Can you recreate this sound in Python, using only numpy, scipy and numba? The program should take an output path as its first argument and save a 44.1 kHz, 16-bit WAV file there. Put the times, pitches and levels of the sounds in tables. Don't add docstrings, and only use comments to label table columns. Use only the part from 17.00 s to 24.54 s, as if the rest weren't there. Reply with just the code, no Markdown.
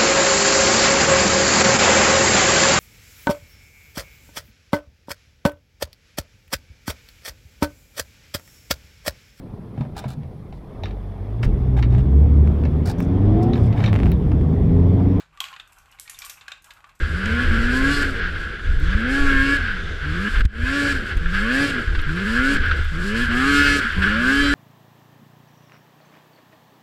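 import sys
import numpy as np
from scipy import signal
from scipy.fft import rfft, irfft
from scipy.io import wavfile
from scipy.ndimage import uniform_filter1d
from numba import njit

SR = 44100
rng = np.random.default_rng(int(sys.argv[2]) if len(sys.argv) > 2 else 0)


def output_pcm(signal):
    pcm = np.clip(np.atleast_2d(signal).T, -1, 1) * 32767
    wavfile.write(sys.argv[1], SR, np.round(pcm).astype(np.int16))


def gain_from_db(level_db):
    decades = np.asarray(level_db, float) / 20
    return 10 ** decades


N = 332500

TOP_HZ, PIPE_HZ = 285, 245
SHUT_DB = 29

# time in seconds, firing rate in Hz.
BLIP_CURVES = [
    [(.1, 157.2), (.14, 168.9), (.36, 238), (.43, 248.8)],
    [(.51, 225.3), (.61, 231.1), (.86, 275), (.93, 287), (1.05, 284.5), (1.1, 268.8)],
    [(1.77, 128.5), (1.89, 176.3), (2.01, 225.9), (2.12, 269.6), (2.2, 283), (2.39, 269.2), (2.54, 282.2),
     (2.58, 276.3)],
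    [(3.03, 141.1), (3.13, 159.1), (3.25, 202.5), (3.3, 222.3)],
    [(3.44, 200.8), (3.5, 204.4), (3.67, 259.2), (3.76, 285.5), (3.91, 282.6), (3.96, 267.4)],
    [(4.21, 160.6), (4.37, 188.9), (4.56, 267.7), (4.62, 284), (4.7, 280.3), (4.78, 245.6)],
    [(5.07, 143.2), (5.4, 252.6), (5.5, 279.6), (5.58, 283)],
    [(5.92, 155.6), (5.98, 166.2), (6.17, 229.7), (6.23, 245)],
    [(6.29, 229.8), (6.32, 233.8), (6.49, 283.6), (6.59, 286.8), (6.76, 285), (6.79, 281)],
    [(6.97, 186.8), (7.03, 191.2), (7.1, 204.1), (7.33, 276.2), (7.41, 285), (7.54, 285)],
]
# pipe hum in dB, gas over roar in dB, high orders over roar in dB,
# even cavity orders in dB, odd cavity orders in dB.
BLIP_PULL = [(-25.5, -8.5, 1, -1.5, -1), (-23.5, -7.5, -1.5, 2, -18), (-25, -9.5, 1.5, 1.5, -14),
             (-24, -6, 6, 4.5, -16), (-25, -6, 1, 0, -15), (-24.5, -6.5, 3, -8, -26), (-24, -5.5, 2, 2, -2),
             (-24, -2, 5.5, 0, 1), (-22.5, -4, 2.5, 3, 6), (-23, -5.5, 2, 3, 1)]
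# time in seconds, drop of the gas hiss in dB.
THROTTLE_CHOPS = [(1.033, 10), (1.2, 7), (2.572, 8.5), (3.93, 7.5), (4.71, 7), (5.572, 13), (6.26, 4.5),
                  (6.8, 9)]
# time in seconds, loss of hum in dB, recovery in seconds.
HUM_SLACKS = [(5.06, -4, .15), (.92, 8.5, 0.33), (1.12, 1, 0.099), (1.26, -24, 0.089), (2.3, -0.5, 0.49),
              (2.62, -7, 0.15), (2.535, 8.5, 0.099), (3.285, 18, 0.11), (3.87, 7, 0.071), (5.535, 9, 0.072),
              (6.765, 9, 0.046), (.085, 8.5, 0.015), (5.9, -1, 0.017), (4.08, 3, 0.096),
              (4.66, 10.5, 0.069), (6.62, 6, .2), (6.84, -15, 0.086)]
# time in seconds, loss in dB (negative surges), recovery in seconds.
PIPE_BARKS = [(1.05, 3.5, 0.062), (1.56, 2, 0.07), (2.72, 2, 0.092), (.36, 4, 0.078), (3.33, 0, .08),
              (4.05, -4.5, 0.11), (4.33, -7.5, 0.081), (5.15, -5, 0.18), (5.56, 0.5, 0.12),
              (6.8, -3.5, 0.099), (1.9, -3.5, 0.07), (2.58, -0.5, 0.11), (6.15, -3, 0.023),
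              (6.3, -4.5, 0.1), (7.015, -11.5, 0.079)]
# time in seconds, loss in dB (negative surges), recovery in seconds.
MIXTURE_DIPS = [(0, -5, 0.26), (.89, -4, .1), (1.8, -6, .1), (2.08, -4.5, .08), (3.08, -6, .2),
                (4.29, -4, 0.11), (5.1, -4.5, 0.29), (5.4, 4, .1), (5.54, 8, .05), (5.84, 3, .1),
                (5.98, -6.5, .15)]
# time in seconds, engine in dB, track in dB.
RIDER_LEAN = [(0, 2.5, 0.5), (.42, 4.5, 6.5), (.62, 3, 4.5), (1.0, -0.1, 1.5), (1.3, 1, 4), (1.76, 0.5, 8),
              (2.2, 0, 0.5), (2.65, 1.5, -1.5), (2.95, 0.5, 7), (3.35, 2.5, 2.5), (3.8, 3, 3),
              (4.2, -2.5, 0), (4.4, 2.5, -1), (4.97, 0.5, 1.5), (5.55, 1, 0), (6.0, 0.5, -2.5),
              (6.85, 4, 0.5), (7.54, 1.5, -1)]
# multiple of crank rate, level re hum in dB.
LOW_ORDERS = [(1, -18), (2, 3.5), (3, -16.5), (5, -17), (6, -18), (7, -16)]
# frequency in Hz, level in dB.
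CAVITY_GAIN = [(500, -62), (900, -59.5), (1050, -48), (1150, -42), (1300, -39), (1430, -27.5),
               (1600, -27.5), (1750, -20)]
PANEL_ORDERS = [15, 18, 22, 24, 30, 32, 36]
# frequency in Hz, level in dB.
RING_SPECTRUM = [(710, -18), (1200, -8.5), (1460, -10.5), (1730, 2.5), (1840, -21.5), (2120, -13),
                 (2590, -14.5), (3180, -15), (3750, -28), (4540, -41), (5500, -32), (7150, -58),
                 (12100, -120)]
# frequency in Hz, density in dB per Hz.
CASE_SPECTRUM = [(350, -81), (600, -36), (827, -21.5), (915, -24.5), (1090, -14.5), (1210, -13),
                 (1390, -0.5), (1650, 4), (1750, -6.5), (1890, -9.5), (2090, -8.5), (2410, -14),
                 (3160, -13.5), (3680, -22), (4500, -23), (5850, -36), (9900, -120)]
# frequency in Hz, density in dB per Hz.
GAS_SPECTRUM = [(2350, -10), (4000, -1.5), (4720, -0.5), (6300, -12.5), (7610, -6.5), (8550, -11),
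                (9290, -17.5), (10800, -13), (11900, -21), (13900, -24), (15100, -32)]
# start in seconds, length in seconds, level in dB.
PANEL_SINGS = [(0.31, 0.12, -24.5), (0.72, 0.3, -37), (2.15, .4, -37.5), (2.301, 0.18, -25),
               (5.36, 0.16, -26.5), (6.51, 0.2, -20.5), (6.54, 0.22, -31), (7.23, 0.116, -22.5),
               (7.34, 0.2, -31), (7.41, 0.13, -40), (.88, 0.11, -38), (0.94, 0.1, -43), (6.4, 0.23, -29),
               (0.8, .18, -35), (3.03, 0.2, -36.5), (5.07, 0.22, -38), (1.78, .1, -36), (3.62, 0.22, -38.5),
               (4.5, 0.19, -47), (4.87, .2, -41), (6.3, 0.5, -39), (.95, .09, -37), (.65, .3, -50),
               (.76, .25, -50), (4.36, .36, -39), (4.36, .3, -45), (5.3, .25, -42), (5.93, .22, -39),
               (6.3, .2, -43), (7.08, .16, -39), (3.7, .23, -39), (2.05, .25, -45), (2.33, .14, -31),
               (2.28, .28, -37), (2.28, .29, -39), (2.28, .2, -45), (2.3, .25, -46), (2.3, .26, -48),
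               (6.4, .2, -35), (6.48, .3, -31), (6.5, .2, -36), (6.46, .33, -32), (6.5, .26, -39),
               (6.46, .2, -44), (6.52, .27, -42), (6.62, .18, -44), (4.48, .21, -27), (4.48, .2, -38),
               (4.5, .2, -38), (3.71, .2, -38), (3.71, .2, -40), (5.38, .17, -37), (5.38, .17, -40),
               (.73, .16, -31), (.73, .16, -38), (2.5, .12, -27), (6.76, .14, -26), (4.32, .09, -25),
               (2.63, .3, -39), (1.2, .26, -40)]
PANEL_SING_ORDERS = [14, 8, 8, 12, 11, 10, 18, 12, 22, 28, 30, 32, 9, 1, 4, 4, 4, 8, 6, 4, 3, 28, 6, 5, 4,
                     5, 4, 4, 6, 5, 4, 6, 13, 16, 21, 24, 28, 32, 8, 15, 20, 22, 24, 32, 36, 40, 12, 14, 16,
                     15, 20, 16, 15, 13, 15, 12, 12, 17, 2, 2]
# start in seconds, length in
# seconds, level in dB, multiple of crank rate.
MORE_PANEL_SINGS = [(6.6, .19, -46, 38), (6.65, .14, -50, 42), (6.42, .1, -43, 34), (6.62, .13, -43, 30),
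                    (6.33, .14, -31, 10), (6.47, .29, -50, 7), (7.42, .12, -41, 24), (7.33, .18, -47, 32),
                    (7.23, .15, -27, 11), (7.18, .12, -38, 10), (7.22, .19, -48, 6), (7.23, .12, -47, 5),
                    (7.23, .2, -42, 8), (7.2, .28, -40, 3), (7.2, .3, -38, 9), (7.05, .12, -42, 11),
                    (5.33, .15, -51, 6), (5.48, .1, -49, 7), (5.35, .2, -36, 10), (5.25, .2, -44, 9),
                    (6.13, .11, -41, 28), (6.12, .13, -47, 9), (6.14, .1, -41, 3), (.88, .11, -38, 24),
                    (.9, .12, -50, 36), (3.7, .22, -50, 6), (3.6, .2, -48, 5), (2.1, .2, -47, 5),
                    (2.03, .1, -39, 4), (4.45, .22, -41, 9), (4.42, .12, -39, 10), (4.52, .18, -43, 8),
                    (4.58, .13, -38, 20), (.22, .2, -50, 5), (.25, .2, -52, 6), (.33, .14, -45, 9),
                    (.3, .12, -41, 4), (4.06, .14, -42, 4), (3.99, .08, -37, 2), (2.43, .14, -46, 36),
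                    (5.46, .12, -39, 22), (4.55, .15, -41, 22), (.86, .12, -40, 20), (.92, .1, -54, 42)]
# time in seconds, peak in dB, ring in Hz, sign of first swing.
HELMET_KNOCKS = [(0.021, -13.5, 41, 1), (0.313, -19, 71.4, 1), (0.588, -11, 61, -1), (1.712, -24, 37.4, 1),
                 (1.768, -16, 24, 1), (1.828, -11, 37, 1), (1.884, -10, 53, -1), (1.950, -9.5, 57, -1),
                 (2.203, -14, 17.4, 1), (2.265, -16, 19, 1), (2.342, -16, 16, 1), (4.903, -14.5, 35.4, -1),
                 (5.06, -18.5, 22, 1), (5.548, -17, 16.6, -1), (2.387, -18, 57.3, 1), (3.41, -8, 42.8, 1),
                 (3.451, -6, 64.7, -1), (3.633, -12, 51.6, -1), (4.167, -10.5, 42.5, 1),
                 (4.255, -16.5, 20, 1), (4.877, -14.5, 51, -1), (5.389, -19, 55, 1),
                 (5.742, -16.5, 49.8, -1), (6.981, -13.5, 73.4, -1)]
# time in seconds, depth in dB, recovery in seconds.
LIMITER_DUCKS = [
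    (3.42, 18.5, 0.032),
    (3.46, 24.5, 0.13),
]
# time in seconds, length in seconds, buffeting in dB, helmet drumming in dB.
WIND_GUSTS = [(0, 0.11, -19, -13), (0.358, 0.18, -32, -19), (0.55, 0.11, -15, -26),
              (0.863, 0.24, -20.5, -26.5), (1.3, 0.23, -27.5, -30.5), (1.721, 0.062, -14, -21),
              (1.827, 0.084, -27, -31), (1.941, 0.057, -27, -22.5), (2.1, 0.078, -28, -27),
              (2.314, 0.17, -17, -28), (2.616, 0.12, -24.5, -29.5), (2.86, 0.13, -32, -30.5),
              (3.434, 0.071, -5, -38), (3.63, 0.084, -21, -14), (3.931, 0.081, -22, -31),
              (4.165, 0.078, -20.5, -46), (4.369, 0.12, -20, -38), (4.938, 0.084, -15.5, -24),
              (5.58, .05, -28, -40), (3.162, 0.12, -33, -30), (5.187, 0.11, -29, -34),
              (5.452, 0.11, -24, -45), (5.718, 0.16, -20.5, -21), (5.995, 0.13, -24, -36),
              (6.3, 0.14, -23.5, -28.5), (6.607, 0.12, -20.5, -23.5), (7.02, 0.098, -23.5, -19.5),
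              (7.506, 0.13, -20, -27.5)]
# start in seconds, length in seconds, from Hz, to Hz, level in dB.
DRIVE_LUGS = [
    (5.46, 0.16, 249.7, 166, -25.5),
    (6.091, 0.63, 101.4, 230.1, -33.5),
    (7.102, 0.4, 136.8, 274, -32.5),
]
# frequency in Hz, density in dB per Hz.
GROWL_SPECTRUM = [(59, -52), (100, -6), (124, -14), (235, -15), (274, -18), (356, -15.5), (481, -16),
                  (535, -23.5), (700, -29.5), (910, -37), (1540, -120)]
# frequency in Hz, density in dB per Hz.
SPRAY_SPECTRUM = [(2060, -21), (3500, 10.5), (4390, -14), (4870, -9), (6280, -8), (9500, -27), (12400, -69),
                  (20900, -120)]
# time in seconds, peak in dB, brightness in dB, cavity ring in dB.
CASE_TICKS = [(0.257, -18.5, -21, -6), (0.44, -30, -37, -6), (1.19, -33, -46, -6), (1.593, -28.5, -42, 14),
              (3.4053, -16, -29, 6), (3.452, -15.5, -13.5, -12), (4.169, -23.5, -18, -9),
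              (4.257, -26, -40, 14), (4.949, -14.5, -50, -9), (4.9905, -18, -50, -10), (5.066, -29, -36, 5),
              (5.091, -22, -40, 11.5), (5.711, -11.5, -46, 9.5), (5.885, -36, -20, 5),
              (7.018, -20, -38, 14)]
# time in seconds, peak in dB.
ICE_SPECKS = [(0.4394, -49), (1.3014, -51), (1.7992, -39), (2.836, -55), (3.3408, -50), (3.3971, -40),
              (4.0641, -47), (4.1745, -40), (4.7985, -47), (5.017, -40), (5.659, -44), (5.7698, -46),
              (5.8471, -43), (6.9232, -43), (6.995, -41), (7.3542, -31)]
# time in seconds, length in seconds, level in dB.
SNOW_RUSHES = [(0.015, 0.037, -35), (.92, .04, -34), (1.236, 0.061, -31), (1.46, .04, -33),
               (1.71, .03, -36), (2.123, .04, -26), (2.66, .05, -28), (3.72, 0.026, -30),
               (4.823, 0.031, -33), (5.571, 0.031, -24), (5.68, 0.071, -24.5), (6.02, .03, -29),
               (6.88, 0.076, -24), (7.045, .03, -21), (7.159, 0.068, -22.5), (7.488, 0.054, -27)]


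def controls():
    coast_s, open_s, shut_db_s = 0.19, 0.018, 180
    t = np.arange(N) / SR
    firing_hz = np.interp(t, *np.transpose(sum(BLIP_CURVES, [])))
    opens = np.array([curve[0] for curve in BLIP_CURVES])
    shuts = np.array([curve[-1] for curve in BLIP_CURVES])
    shut_db = SHUT_DB * np.clip((opens[0, 0] - t) / open_s, 0, 1)
    for (s, high_hz), (again_s, low_hz) in zip(shuts, opens[1:]):
        gap = (t > s) & (t < again_s)
        fall = np.expm1(-(t[gap] - s) / coast_s) / np.expm1(-(again_s - s) / coast_s)
        firing_hz[gap] = high_hz + (low_hz - high_hz) * fall
        closing_db = np.minimum(shut_db_s * (t[gap] - s), SHUT_DB)
        opening_db = SHUT_DB * (again_s - t[gap]) / open_s
        shut_db[gap] = np.minimum(closing_db, opening_db)
    blip = np.clip(np.searchsorted(opens[:, 0], t) - 1, 0, None)
    pull = uniform_filter1d(np.array(BLIP_PULL, float)[blip].T, size=SR // 30, axis=1)
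    return firing_hz, shut_db, pull


def engine(firing_hz, shut_db, pull):
    hum_db, gas_db, orders_db, even_db, odd_db = pull
    below_hz = TOP_HZ - firing_hz
    off_pipe = np.clip(below_hz / (TOP_HZ - PIPE_HZ), 0, 1)
    shut = shut_db / SHUT_DB
    chop_db = dips([(s, db, 0.08) for s, db in THROTTLE_CHOPS], 0.0027)
    hum_db = hum_db - 0.06 * below_hz - shut_db - 0.57 * chop_db - dips(HUM_SLACKS, 0.011)
    roar_db = -24 - 0.06 * below_hz + shut + curves(RIDER_LEAN)[0] - dips(PIPE_BARKS, 0.016)
    gas_db = gas_db - 8 * np.clip(below_hz / 75, 0, 1) - 0.5 * shut
    gas_db = gas_db - chop_db + 0.92 - 2.55 * off_pipe - dips(MIXTURE_DIPS, 0.021)

    load_db = -1.2 * np.clip(-29 - hum_db, 0, 20)
    clear_db = load_db - 0.065 * np.clip(255 - firing_hz, 0, 150)
    orders_db = orders_db - 3.5 * off_pipe - 1.5 * np.abs(chop_db) + clear_db
    crank_rad = np.pi * np.cumsum(firing_hz) / SR
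    misfire = np.clip((272 - firing_hz) / 25 - load_db / 2, 0, 4)
    turn = np.exp(1j * (crank_rad + 0.012 * walk(30) + 0.05 * walk(50) * misfire))
    puff = 1 + 0.036 * (turn ** 2).real + 0.013 * turn.real

    tones = pipe_hum(turn, firing_hz, hum_db, load_db)
    tones = tones + cavity_orders(turn, firing_hz, hum_db, load_db, off_pipe, chop_db, even_db, odd_db)
    tones = tones + panels(np.exp(1j * crank_rad))
    ring = case_ring(turn, firing_hz, off_pipe)
    roar = colour(rng.standard_normal(N) * puff * gain_from_db(1.52 * walk(25)), CASE_SPECTRUM)
    after_roar_db = 0.055 * uniform_filter1d(chop_db, size=SR // 20)
    case = gain_from_db(roar_db - 1.0) * (gain_from_db(orders_db) * ring + gain_from_db(after_roar_db) * roar)
    gas = gain_from_db(roar_db + gas_db - 6) * exhaust_gas(turn, firing_hz, puff, load_db)
    return np.sqrt(2) * tones + case + gas


def pipe_hum(turn, firing_hz, hum_db, load_db):
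    hum = 0
    for k, db in LOW_ORDERS:
        unsteady_db = 3.05 * walk(10) - 0.089 * np.clip(215 - firing_hz, 0, 80)
        muffle_db = 27.0 * np.clip(k * firing_hz / 400 - 2.8, 0, 1)
        hum = hum + gain_from_db(db + (k != 2) * unsteady_db - muffle_db) * (turn ** int(k)).imag
    return gain_from_db(hum_db + 0.37 * load_db) * hum


def cavity_orders(turn, firing_hz, hum_db, load_db, off_pipe, chop_db, even_db, odd_db):
    levels_db = {4: hum_db - 11 - 7 * (1 - off_pipe)}
    hz, gain_db = np.transpose(CAVITY_GAIN)
    for k in range(8, 13):
        parity_db = odd_db if k % 2 else even_db
        levels_db[k] = np.interp(k * firing_hz / 2, hz, gain_db) + parity_db - 0.88 * np.abs(chop_db)
    out = 0
    for k, db in levels_db.items():
        size = gain_from_db(db - 4.5 + load_db + 3.54 * walk(20))
        out = out + size * (turn ** k * np.exp(0.4j * walk(25))).imag
    return out


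def case_ring(turn, firing_hz, off_pipe):
    order = np.arange(13, 38)
    porting_db = -5 * np.isin(order, PANEL_ORDERS) - 0.45 * (order - 13) * (order % 2)
    sizes = gain_from_db(porting_db) * flutter(count=25, lasting_db=1.0, quick_db=3.0, slip=0.55)
    ring = orders(turn * np.exp(0.03j * walk(50) * off_pipe), 13., sizes, 45 / SR)
    return colour(ring * np.sqrt(firing_hz), RING_SPECTRUM) * gain_from_db(-2.5 * (1 - off_pipe))


def exhaust_gas(turn, firing_hz, puff, load_db):
    hiss = colour(rng.standard_normal(N) * puff * gain_from_db(1.6 * walk(22)), GAS_SPECTRUM)
    sizes = gain_from_db(-0.15 * np.arange(30)) * flutter(count=30, lasting_db=2.2, quick_db=3.0, slip=0.35)
    crack = colour(orders(turn ** 2, 12., sizes, 45 / SR), GAS_SPECTRUM)
    share = 0.72 * np.clip((firing_hz - 255) / 25, 0, 1) * gain_from_db(load_db / 2)
    return share * crack + np.sqrt(1 - share ** 2) * hiss


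def panels(turn):
    out = np.zeros(N)
    rows = [(*row, k) for row, k in zip(PANEL_SINGS, PANEL_SING_ORDERS)] + list(MORE_PANEL_SINGS)
    for s, length_s, db, k in rows:
        span = slice(int(s * SR), int((s + length_s) * SR))
        t = np.arange(len(out[span])) / SR
        size, slip = (np.interp(t * 40, np.arange(30), r) for r in rng.standard_normal((2, 30)))
        swell = np.clip(np.minimum(t, length_s - t) / 0.041, 0, 1)
        out[span] += gain_from_db(db + 1.4 * size) * swell * (turn[span] ** k * np.exp(0.4j * slip)).imag
    return out


@njit
def orders(turn, first, drift, step):
    out = np.zeros(len(turn))
    for i in range(len(turn)):
        j = int(i * step)
        a = i * step - j
        z = turn[i] ** first
        for k in range(drift.shape[1]):
            out[i] += (z * ((1 - a) * drift[j, k] + a * drift[j + 1, k])).imag
            z *= turn[i]
    return out


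def flutter(count, lasting_db, quick_db, slip):
    lasting, quick, turns = rng.standard_normal((3, 400, count))
    lasting = uniform_filter1d(lasting, size=9, axis=0) * 3
    phase = np.cumsum(turns, axis=0) * slip + np.arange(count) ** 2
    return gain_from_db(lasting_db * lasting + quick_db * quick) * np.exp(1j * phase)


def knocks():
    out, t = np.zeros(N + SR // 4), np.arange(SR // 4) / SR
    for s, peak_db, hz, way in HELMET_KNOCKS:
        swing = np.sin(2 * np.pi * hz * t) * np.exp(-t * hz / 0.64) * (1 - np.exp(-t / 0.0019))
        out[int(s * SR):][:len(t)] += gain_from_db(peak_db + 7.0) * np.sign(way) * swing
    return out[:N]


def track(firing_hz):
    lag_s = 0.091
    t, lugs, wobble = np.arange(N) / SR, 0, gain_from_db(0.46 * walk(16))
    for s, length_s, from_hz, to_hz, db in DRIVE_LUGS:
        part = np.clip((t - s) / length_s, 0, 1)
        on = np.clip(np.minimum(t - s, s + length_s - t) / 0.074, 0, 1)
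        phase = 2 * np.pi * np.cumsum(from_hz + (to_hz - from_hz) * part) / SR
        lugs = lugs + gain_from_db(db) * on * wobble * np.sin(phase)
    step = 1 / (lag_s * SR)
    below_hz = signal.lfilter([step], [1, step - 1], TOP_HZ - firing_hz)
    growl_db = -34 - 0.0956 * below_hz + curves(RIDER_LEAN)[1]
    growl = colour(rng.standard_normal(N) * gain_from_db(2.15 * walk(15)), GROWL_SPECTRUM) * gain_from_db(growl_db + 3)
    spray = colour(rng.standard_normal(N) * gain_from_db(2.7 * walk(12)), SPRAY_SPECTRUM) * gain_from_db(-33 - 16.5)
    return lugs + growl + spray


def ticks():
    out, t = np.zeros(N + SR // 20), np.arange(SR // 20) / SR
    for s, peak_db, bright_db, cavity_db in CASE_TICKS:
        dull, bright, ring = rng.standard_normal((3, len(t)))
        body = band(band(dull, 1100, 3600), 1000, 3700)
        body = body + gain_from_db(cavity_db) * band(band(ring, 1332, 1750), 1350, 1737)
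        body = body * np.exp(-t / 0.0093) * -np.expm1(-t / 0.0011) * 1.51
        edge = band(bright, 3800, 8200) * np.exp(-((t - 0.002) / 0.0012) ** 2)
        out[int(s * SR):][:len(t)] += gain_from_db(peak_db - 11.5) * (body + gain_from_db(bright_db + 16.0) * edge)
    for s, peak_db in ICE_SPECKS:
        click = band(rng.standard_normal(len(t)), 7500, 13500) * np.exp(-t / 0.0018)
        out[int(s * SR):][:len(t)] += gain_from_db(peak_db - 2.5) * click
    return out[:N]


def wind():
    t = np.arange(0, N / SR, 0.005)
    sizes = gain_from_db([[-30], [-36]])
    for s, length_s, buffet_db, drum_db in WIND_GUSTS:
        sizes = sizes + gain_from_db([[buffet_db], [drum_db]]) * np.exp(-((t - s) / length_s) ** 2)
    buffet_size, drum_size = curves(np.vstack([t, sizes]).T)
    buffet = band(rng.standard_normal(N), 11.1, 43.0) * buffet_size * gain_from_db(-4)
    drum = band(band(rng.standard_normal(N), 57, 95.6), 67.3, 82.3) * drum_size * gain_from_db(-3.5)
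    return buffet + drum


def rush():
    t = np.arange(N) / SR
    air = band(band(rng.standard_normal(N), 1350, 1750), 1380, 1730)
    return air * sum(gain_from_db(db) * np.exp(-((t - s) / length_s) ** 2) for s, length_s, db in SNOW_RUSHES)


def whine():
    on = np.arange(N) / SR < 3.44
    phase = 2 * np.pi * np.cumsum(10700 + 40 * walk(50)) / SR
    return gain_from_db(-69 + 0.75 * walk(20)) * on * np.sin(phase)


def dips(rows, fall_s):
    t = np.arange(N) / SR
    loss_db = np.zeros(N)
    for s, db, back_s in rows:
        loss_db += db * np.clip((t - s) / fall_s, 0, 1) * np.exp(-np.maximum(t - s, 0) / back_s)
    return loss_db


def curves(table):
    s, *columns = np.transpose(table)
    return [np.interp(np.arange(N) / SR, s, c) for c in columns]


def walk(rate_hz):
    knots = rng.standard_normal(400)
    return 1.43 * np.interp(np.arange(N) * min(rate_hz, 50) / SR, np.arange(400), knots)


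def unit(x):
    return x / np.sqrt(np.mean(x ** 2))


def colour(x, points):
    hz, db = np.transpose(points)
    bin_hz = np.arange(N // 2 + 1) * SR / N
    gain = gain_from_db(np.interp(np.log(bin_hz + 1), np.log(hz), db, left=-90, right=-90))
    return unit(irfft(rfft(x) * gain, N))


def band(x, lo_hz, hi_hz):
    return unit(signal.sosfilt(signal.butter(2, [lo_hz, hi_hz], "band", fs=SR, output="sos"), x))


def scene():
    firing_hz, shut_db, pull = controls()
    steady = engine(firing_hz, shut_db, pull) + track(firing_hz) + ticks() + wind() + rush() + whine()
    return (steady * gain_from_db(-dips(LIMITER_DUCKS, 0.0023)) + knocks())[None]


def top_cut(x):
    return signal.sosfilt(signal.butter(12, 15210, fs=SR, output="sos"), x)


def record(dry):
    mix = np.tanh(dry / 0.98) * 0.89
    return top_cut(mix)


dry = scene()
out = record(dry)
output_pcm(out)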